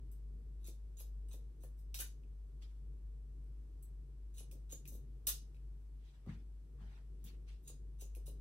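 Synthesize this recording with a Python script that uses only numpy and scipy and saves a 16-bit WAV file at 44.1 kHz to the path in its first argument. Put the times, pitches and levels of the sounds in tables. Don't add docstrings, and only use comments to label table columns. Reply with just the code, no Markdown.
import sys
import numpy as np
from scipy import signal
from scipy.fft import rfft, irfft, next_fast_len
from scipy.io import wavfile
from scipy.ndimage import uniform_filter1d, map_coordinates

SR = 44100
rng = np.random.default_rng(int(sys.argv[2]) if len(sys.argv) > 2 else 0)


def to_wav(sig):
    pcm = np.clip(np.atleast_2d(sig), -1, 1) * 32767
    pcm = np.round(pcm).astype(np.int16)
    wavfile.write(sys.argv[1], SR, pcm.T)


N = 370830

# start_s, growth_s, start_share (0-1), level_db (before tilt and modes),
# best_hz (most excited pitch), tilt_db_per_octave
CUTS = [(0.602, 0.049, 0.4, -76, 11200, -10), (0.643, 0.044, 0.84, -61, 6750, -6),
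        (0.662, 0.016, .2, -67, 11200, -1), (0.969, 0.028, 0.57, -61.5, 6750, -6),
        (0.985, 0.014, 0.45, -59.5, 11200, -7.5), (1.307, 0.016, 0.44, -58, 6100, -8),
        (1.603, 0.025, 0.84, -69, 6100, -4.5), (1.769, 0.017, .5, -78, 7900, -1),
        (1.946, 0.04, 1, -53.5, 4400, -2), (1.99, 0.012, .6, -52, 4400, -5),
        (4.339, 0.055, 0.3, -58, 6100, -4.5), (4.366, 0.0087, 0.4, -65, 11200, -6.5),
        (4.694, 0.03, 0.53, -58.5, 6100, -8), (4.707, 0.0081, 0.2, -57.5, 6750, -2),
        (4.918, 0.0333, 0.3, -66.5, 6100, 0), (7.623, 0.018, 0.7, -83, 12900, -1.5),
        (7.64, 0.059, 0.07, -61.5, 6750, -6.5), (7.671, 0.0086, 0.13, -51, 6750, -4.5),
        (7.987, 0.022, 0.5, -62, 6100, -5), (8.007, 0.011, 0.3, -55, 6100, 2.5),
        (8.255, 0.014, 0.03, -56.5, 6100, -0.5)]
# start_s, level_db (before tilt and modes), best_hz, ring_db (relative),
# tilt_db_per_octave, comb_body_db (relative)
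TAPS = [(.115, -66.5, 8030, -2, 3, -7), (0.6704, -50.5, 12900, -9, -4, -18),
        (1.001, -51.5, 12900, -3, -3.5, -6), (1.285, -64.5, 8500, -2, -3, -22),
        (1.33, -55, 11200, -4.5, -3, -18), (1.634, -63, 10300, -3, 2.5, 8.5),
        (1.79, -74.5, 5100, 2, 3, -13.5), (1.943, -37.5, 3800, -11, -5, -22),
        (1.989, -38, 12900, -9, -6.5, -13), (2.002, -38.5, 10300, -5.5, 0.5, 5),
        (2.62, -80, 3800, -7, -9, -22), (2.704, -82, 2500, -5, -6, -24), (3.437, -83, 8700, 1, -4, -20),
        (3.825, -69, 7900, 3, 5, -15), (4.381, -53.5, 11200, 3.5, -5.5, -14),
        (4.513, -54.5, 8500, -14, -1.5, -16), (4.721, -48.5, 6750, -3, -1.5, -11),
        (4.854, -57.5, 11200, -10, -4, -25), (4.876, -52.5, 6100, 1.5, 2, -6),
        (4.901, -71, 8500, -7, 1, -11), (4.923, -63, 6100, -11, 3, -11), (4.951, -64.5, 6100, -1, 0, -12),
        (5.269, -28, 6100, -4.5, -0.5, -5), (5.286, -30, 9700, -9.5, -2, -2),
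        (5.545, -70, 3800, -8, -7, -22), (7.241, -56.5, 9700, -5, 2, -4), (7.48, -78, 2500, -1, -10.5, -16),
        (7.676, -55, 6750, 0.5, -1.5, -16), (8.012, -52.5, 6750, 0.5, -5.5, -1),
        (8.15, -58.5, 11200, -3.5, -1, -26), (8.266, -54, 9300, 0, -6, -1), (8.281, -64, 6100, 0, 5, -10)]
# start_s, dry_peak_db
TICKS = [(1.944, -40), (2.236, -64), (2.62, -63), (4.514, -57), (4.855, -49), (5.546, -63), (5.568, -64),
         (7.478, -65), (8.15, -54)]
# start_s, dry_peak_db, hardness_db_per_octave
KNOCKS = [(0.683, -51.5, -7), (1.008, -54.5, 3.5), (1.341, -56, 1), (1.637, -52, 3), (1.648, -62, 5),
          (1.998, -55, -3.5), (4.407, -55.5, 3), (4.527, -57.5, -4.5), (4.553, -53, -13),
          (4.727, -50.5, -4), (4.922, -54.5, -5.5), (4.951, -57, -4), (5.273, -53, 3), (6.264, -57, 2),
          (7.699, -57.5, 2.5), (8.022, -52, -3.5), (8.167, -52.5, -5.5), (8.279, -51.5, -3)]
# mode_hz, level_db (relative), t60_s
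STEEL_MODES = [(2500, -9, 0.0084), (2910, 2, 0.0435), (3800, -2.5, 0.081), (5100, -1.5, .09),
               (6100, -10.5, 0.086), (6750, -1, 0.04), (7900, -4.5, 0.061), (8500, 3.5, 0.038),
               (9300, 4, 0.027), (9700, -3.5, 0.056), (10300, -5.5, 0.046), (11200, 0.5, 0.066),
               (13270, -7.5, 0.05), (12900, -4.5, 0.038), (15600, -17.5, 0.036)]
# mode_hz, width_hz, level_db (relative)
HANDLE_MODES = [(155, 150, 1), (341.5, 91, 11), (515, 126, 10), (1050, 578, -16.5)]
# freq_hz, density_db_per_hz (relative)
SNIP_SPECTRUM = [(300, -40.5), (900, -25), (2100, -14), (2600, -9.5), (3300, -7), (3900, -3.5),
                 (4700, -5.5), (6400, 0), (7400, -3.5), (9500, -0.5), (13000, 5.5), (15700, -0.5),
                 (16500, -35)]
# start_s, swell_s, hold_s, level_db, start_hz, end_hz (loudest pitch)
DRAGS = [(2.609, 0.015, 0, -69, 3500, 3400), (2.69, .02, .02, -92, 1750, 1700),
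         (5.983, 0.097, 0, -77.5, 3000, 3340), (6.112, .03, 0.024, -83.5, 1500, 1640),
         (6.247, 0.046, 0.034, -71.5, 1100, 2020), (6.753, 0.06, 0.17, -78, 1300, 1780),
         (7.23, 0.041, 0.015, -68.5, 3300, 2580), (7.465, 0.019, 0.0079, -70, 2500, 3320)]
# freq_hz, density_db_per_hz (relative)
CLOTH_SPECTRUM = [(250, -15), (600, 7.5), (1500, -0.5), (5000, 0), (9000, -4), (15000, -6), (16500, -42)]
# start_s, level_db (scales the sum of board modes)
STEPS = [(6.271, -41.5), (6.815, -57), (7.241, -57)]
# mode_hz, level_db (relative), t60_s
BOARD_MODES = [(94, -4, 0.43), (137.9, 0, 0.27), (167.5, 1, 0.26), (195, -7.5, 0.22), (220, -5, 0.36),
               (288, -8.5, 0.11), (306, -18.5, 0.44), (461, -28, 0.26), (774, -23, 0.14)]
# time_s, rms_level_db (before waver)
HUM_LEVEL = [(0.0, -51.5), (0.21, -47), (0.98, -49), (1.26, -44.5), (1.52, -50.5), (1.96, -47), (2.08, -49),
             (3.51, -47.5), (3.56, -50), (5.99, -50), (6.16, -55.5), (6.3, -50), (7.0, -51.5), (7.54, -49),
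             (7.59, -53.5), (8.22, -46.5), (8.36, -48), (8.41, -51)]
# (rms above 70 Hz, before waver)
RUMBLE_LEVEL = [(0.0, -62.5), (0.7, -66.5), (1.12, -63.5), (3.44, -68.5), (4.94, -64), (5.27, -64.5),
                (6.14, -67.5), (6.44, -65.5), (7.14, -65), (8.41, -65.5)]
# freq_hz, density_db_per_hz (relative)
RUMBLE_SPECTRUM = [(12, -43.5), (25, -23.5), (40, -22), (47, -8.5), (55, -9.5), (68, -21), (80, -23.5),
                   (92, -20.5), (108, -30), (136, -16), (165, -29.5), (270, -32.5), (465, -35), (500, -46),
                   (800, -67), (1500, -120)]
# freq_hz, density_db_per_hz (relative)
HISS_SPECTRUM = [(300, -120), (500, -2.5), (900, -5.5), (1500, -8), (3000, -13), (7000, -15), (12000, -16),
                 (13800, -19.5), (14600, -25.5), (17000, -40)]
# freq_hz, t60_s
ROOM_DECAY = [(300, 0.24), (2000, 0.21), (5000, 0.28), (11000, 0.19), (16000, 0.15)]
# freq_hz, likeness (0-1)
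LIKENESS = [(60, 1), (180, 0.94), (550, 0.6), (1650, 0.25), (4970, 0.048), (15000, 0.02)]
# freq_hz, left_over_right_db
BALANCE = [(60, 1.68), (200, 1.5), (380, -2), (1000, 0)]
# freq_hz, share (0-1)
COPIED_SHARE = [(4500, .02), (6500, 0.08), (8000, 0.99), (9500, 0.98)]

SPAN = 3 * 2 ** 13
HZ, T = np.fft.rfftfreq(SPAN, 1 / SR), np.arange(SPAN) / SR
MODE_HZ, MODE_DB, MODE_T60_S = np.transpose(STEEL_MODES)
MODE_WIDTH_HZ = np.log(1000) / np.pi / MODE_T60_S
SWELL_DB, FADE_DB_PER_S, NARROW_DB_PER_OCTAVE = 20, 225, 7.5
HUM_HZ, HUM_WAVER_DB, RUMBLE_WAVER_DB = 50.7, 0.43, 2
HISS_DB, HISS_WAVER_DB = -82.5, 0.48
START_HZ, TURN_HZ = 800, 2465
TOP_HZ = 16500


def cuts(out, colour):
    for start_s, growth_s, start_share, level_db, best_hz, slope in CUTS:
        snaps = unit(rng.standard_normal(SPAN) * amp(rng.normal(0, 6, SPAN)))
        slips = amp(3.5 * np.repeat(rng.standard_normal(SPAN // 128), 128))
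        growth = start_share + (1 - start_share) * np.clip(T / growth_s, 0, 1)
        release = np.clip((1.205 * growth_s - T) / (0.11 * growth_s), 0, 1)
        gripped = 0.47 + resonances(MODE_HZ, 0.05 * MODE_HZ, excited_db(best_hz) - 2)
        sound = amp(level_db) * growth * release * slips * snaps
        add(out, start_s, sound, colour * tilt(slope) * gripped, wet_db=1.5)


def taps(out, colour):
    for start_s, level_db, best_hz, ring_db, slope, body_db in TAPS:
        ring = resonances(MODE_HZ, MODE_WIDTH_HZ, excited_db(best_hz) + ring_db + 27.5)
        blow = 2 * (T == 0) + irfft(ring)
        rattle_envelope = amp(-60 * T / 0.023) * (1 - np.exp(-T / 0.00051))
        rattle = rattle_envelope * rng.standard_normal(SPAN)
        comb = resonances([1050, 1800], [600, 800], [body_db - 13.5, body_db])
        add(out, start_s, amp(level_db) * (rattle + blow), colour * tilt(slope) + comb, wet_db=5)


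def ticks(out, colour):
    tick = resonances(MODE_HZ[:1], MODE_WIDTH_HZ[:1], [0]) + amp(-34.5) * colour
    for start_s, peak_db in TICKS:
        add(out, start_s, amp(peak_db) * (T == 0), unit_peak(tick), wet_db=-5)


def knocks(out):
    for start_s, peak_db, hardness in KNOCKS:
        knock = resonances(*np.transpose(HANDLE_MODES)) * amp(hardness * np.log2((HZ + 100) / 500))
        add(out, start_s, amp(peak_db) * (T == 0), unit_peak(knock), wet_db=1)


def scissors():
    out = np.zeros((2, N + SPAN))
    colour = unit(amp(along(SNIP_SPECTRUM, HZ)))
    cuts(out, colour)
    taps(out, colour)
    ticks(out, colour)
    knocks(out)
    return out[:, :N]


def rustle():
    crackle_db = 0.45 * wobble(150) + 1.4 * wobble(40)
    hz, t, z = signal.stft(rush(CLOTH_SPECTRUM) * amp(crackle_db), SR, nperseg=256)
    patches = uniform_filter1d(rng.standard_normal(z.shape[1:]), size=2, axis=0)
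    patches = unit(uniform_filter1d(patches, size=10, axis=1))
    gain = np.zeros(patches.shape)
    for start_s, swell_s, hold_s, level_db, start_hz, end_hz in DRAGS:
        let_go_s = start_s + swell_s + hold_s
        swell_db = SWELL_DB * np.clip(1 - (t - start_s) / swell_s, 0, None)
        fade_db = FADE_DB_PER_S * np.clip(t - let_go_s, 0, None)
        best_hz = np.interp(t, [start_s, let_go_s + 0.051], [start_hz, end_hz])
        octaves_off = np.abs(np.log2((hz[:, None] + 1) / best_hz))
        band = unit(amp(-NARROW_DB_PER_OCTAVE * octaves_off))
        gain += band * amp(level_db - swell_db - fade_db)
    return signal.istft(z * gain * amp(3.5 * patches), SR, nperseg=256)[1][:, :N]


def footfalls():
    out = np.zeros(N + SPAN)
    for start_s, level_db in STEPS:
        ring = np.zeros(SPAN)
        for mode_hz, mode_db, t60_s in BOARD_MODES:
            phase = rng.uniform(0, 2 * np.pi)
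            ring += amp(mode_db - 60 * T / t60_s) * np.sin(2 * np.pi * mode_hz * T + phase)
        out[round(start_s * SR):][:SPAN] += amp(level_db) * ring * (1 - np.exp(-T / 0.0028))
    return out[:N]


def mains_hum():
    t = np.arange(N) / SR
    level_db = np.interp(t, *np.transpose(HUM_LEVEL)) + HUM_WAVER_DB * wobble(6)
    return np.sqrt(2) * amp(level_db) * np.sin(2 * np.pi * HUM_HZ * t + 0.22 * wobble(3.7))


def house_rumble():
    rumble = rush(RUMBLE_SPECTRUM)
    rumble = rumble / np.std(filtered(rumble, lambda hz: hz > 70))
    level_db = np.interp(np.arange(N) / SR, *np.transpose(RUMBLE_LEVEL))
    return amp(level_db + RUMBLE_WAVER_DB * wobble(8)) * rumble


def microphone_hiss():
    return amp(HISS_DB + HISS_WAVER_DB * wobble(2.2)) * rush(HISS_SPECTRUM)


def add(out, start_s, sound, colour, wet_db):
    hz, t, z = signal.stft(rng.standard_normal((2, SPAN // 2)), SR, nperseg=256)
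    decay = amp(-60 * t / along(ROOM_DECAY, hz)[:, None])
    tail = signal.istft(z * decay, SR, nperseg=256)[1]
    delayed = np.pad(tail, ((0, 0), (int(0.003 * SR), 0)))
    tail = rfft(delayed, SPAN) / np.linalg.norm(tail[0])
    alike = np.clip(along(LIKENESS, HZ), 0, 1)
    tail[1] = alike * tail[0] + np.sqrt(1 - alike ** 2) * tail[1]
    lead = 256
    heard = irfft(rfft(np.roll(sound, lead)) * colour * (1 + amp(wet_db) * tail), SPAN)
    at = round(start_s * SR) - lead
    out[:, at:at + SPAN] += heard


def resonances(hz, width_hz, db):
    sign = (-1) ** np.arange(len(hz))[:, None]
    hz, width_hz, db = (np.reshape(v, (-1, 1)) for v in (hz, width_hz, db))
    damping = 1j * HZ * width_hz
    return np.sum(sign * amp(db) * damping / (hz * hz - HZ * HZ + damping), 0)


def excited_db(best_hz):
    boost_db = 14 * np.exp(-(np.log2(MODE_HZ / best_hz) / 0.07) ** 2)
    return MODE_DB + boost_db + rng.normal(0, 3, len(MODE_HZ))


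def tilt(db_per_octave):
    return amp(db_per_octave * np.log2(np.clip(HZ, 500, None) / 5000))


def rush(spectrum):
    def mid_side(hz):
        turn = np.arccos(np.clip(along(LIKENESS, hz), -1, 1)) / 2
        return amp(along(spectrum, hz)) * [np.cos(turn), np.sin(turn)]
    mid, side = filtered(rng.standard_normal((2, N)), mid_side)
    return unit(np.array([mid + side, mid - side]))


def wobble(rate):
    knots = rng.standard_normal(int(N * rate / SR) + 4)
    return map_coordinates(knots, [np.arange(N) * rate / SR])


def filtered(x, response):
    m = next_fast_len(N + 8192)
    return irfft(rfft(x, m) * response(np.fft.rfftfreq(m, 1 / SR)), m)[..., :N]


def along(points, hz):
    f, v = np.transpose(points)
    return np.interp(np.log(hz + 1), np.log(f + 1), v)


def amp(db):
    return 10 ** (np.asarray(db) / 20)


def unit(x):
    return x / np.sqrt(np.mean(x ** 2) + 1e-20)


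def unit_peak(response):
    return response / np.abs(irfft(response)).max()


def scene():
    return scissors() + rustle() + footfalls() + mains_hum() + house_rumble() + microphone_hiss()


def record(dry):
    left = dry[0]

    def share(hz):
        return np.clip(along(COPIED_SHARE, hz), 0, 1) * (hz > COPIED_SHARE[0][0])

    def lag(hz):
        return np.exp(-2j * np.pi * np.clip(hz - START_HZ, 0, None) / TURN_HZ)

    def balance(hz):
        return amp(np.outer([0.5, -0.5], along(BALANCE, hz))) * (hz < TOP_HZ)

    right = filtered(left, share) + filtered(dry[1], lambda hz: np.sqrt(1 - share(hz) ** 2))
    right = filtered(right, lag)
    return filtered(np.array([left, right]), balance)


dry = scene()
out = record(dry)
to_wav(out)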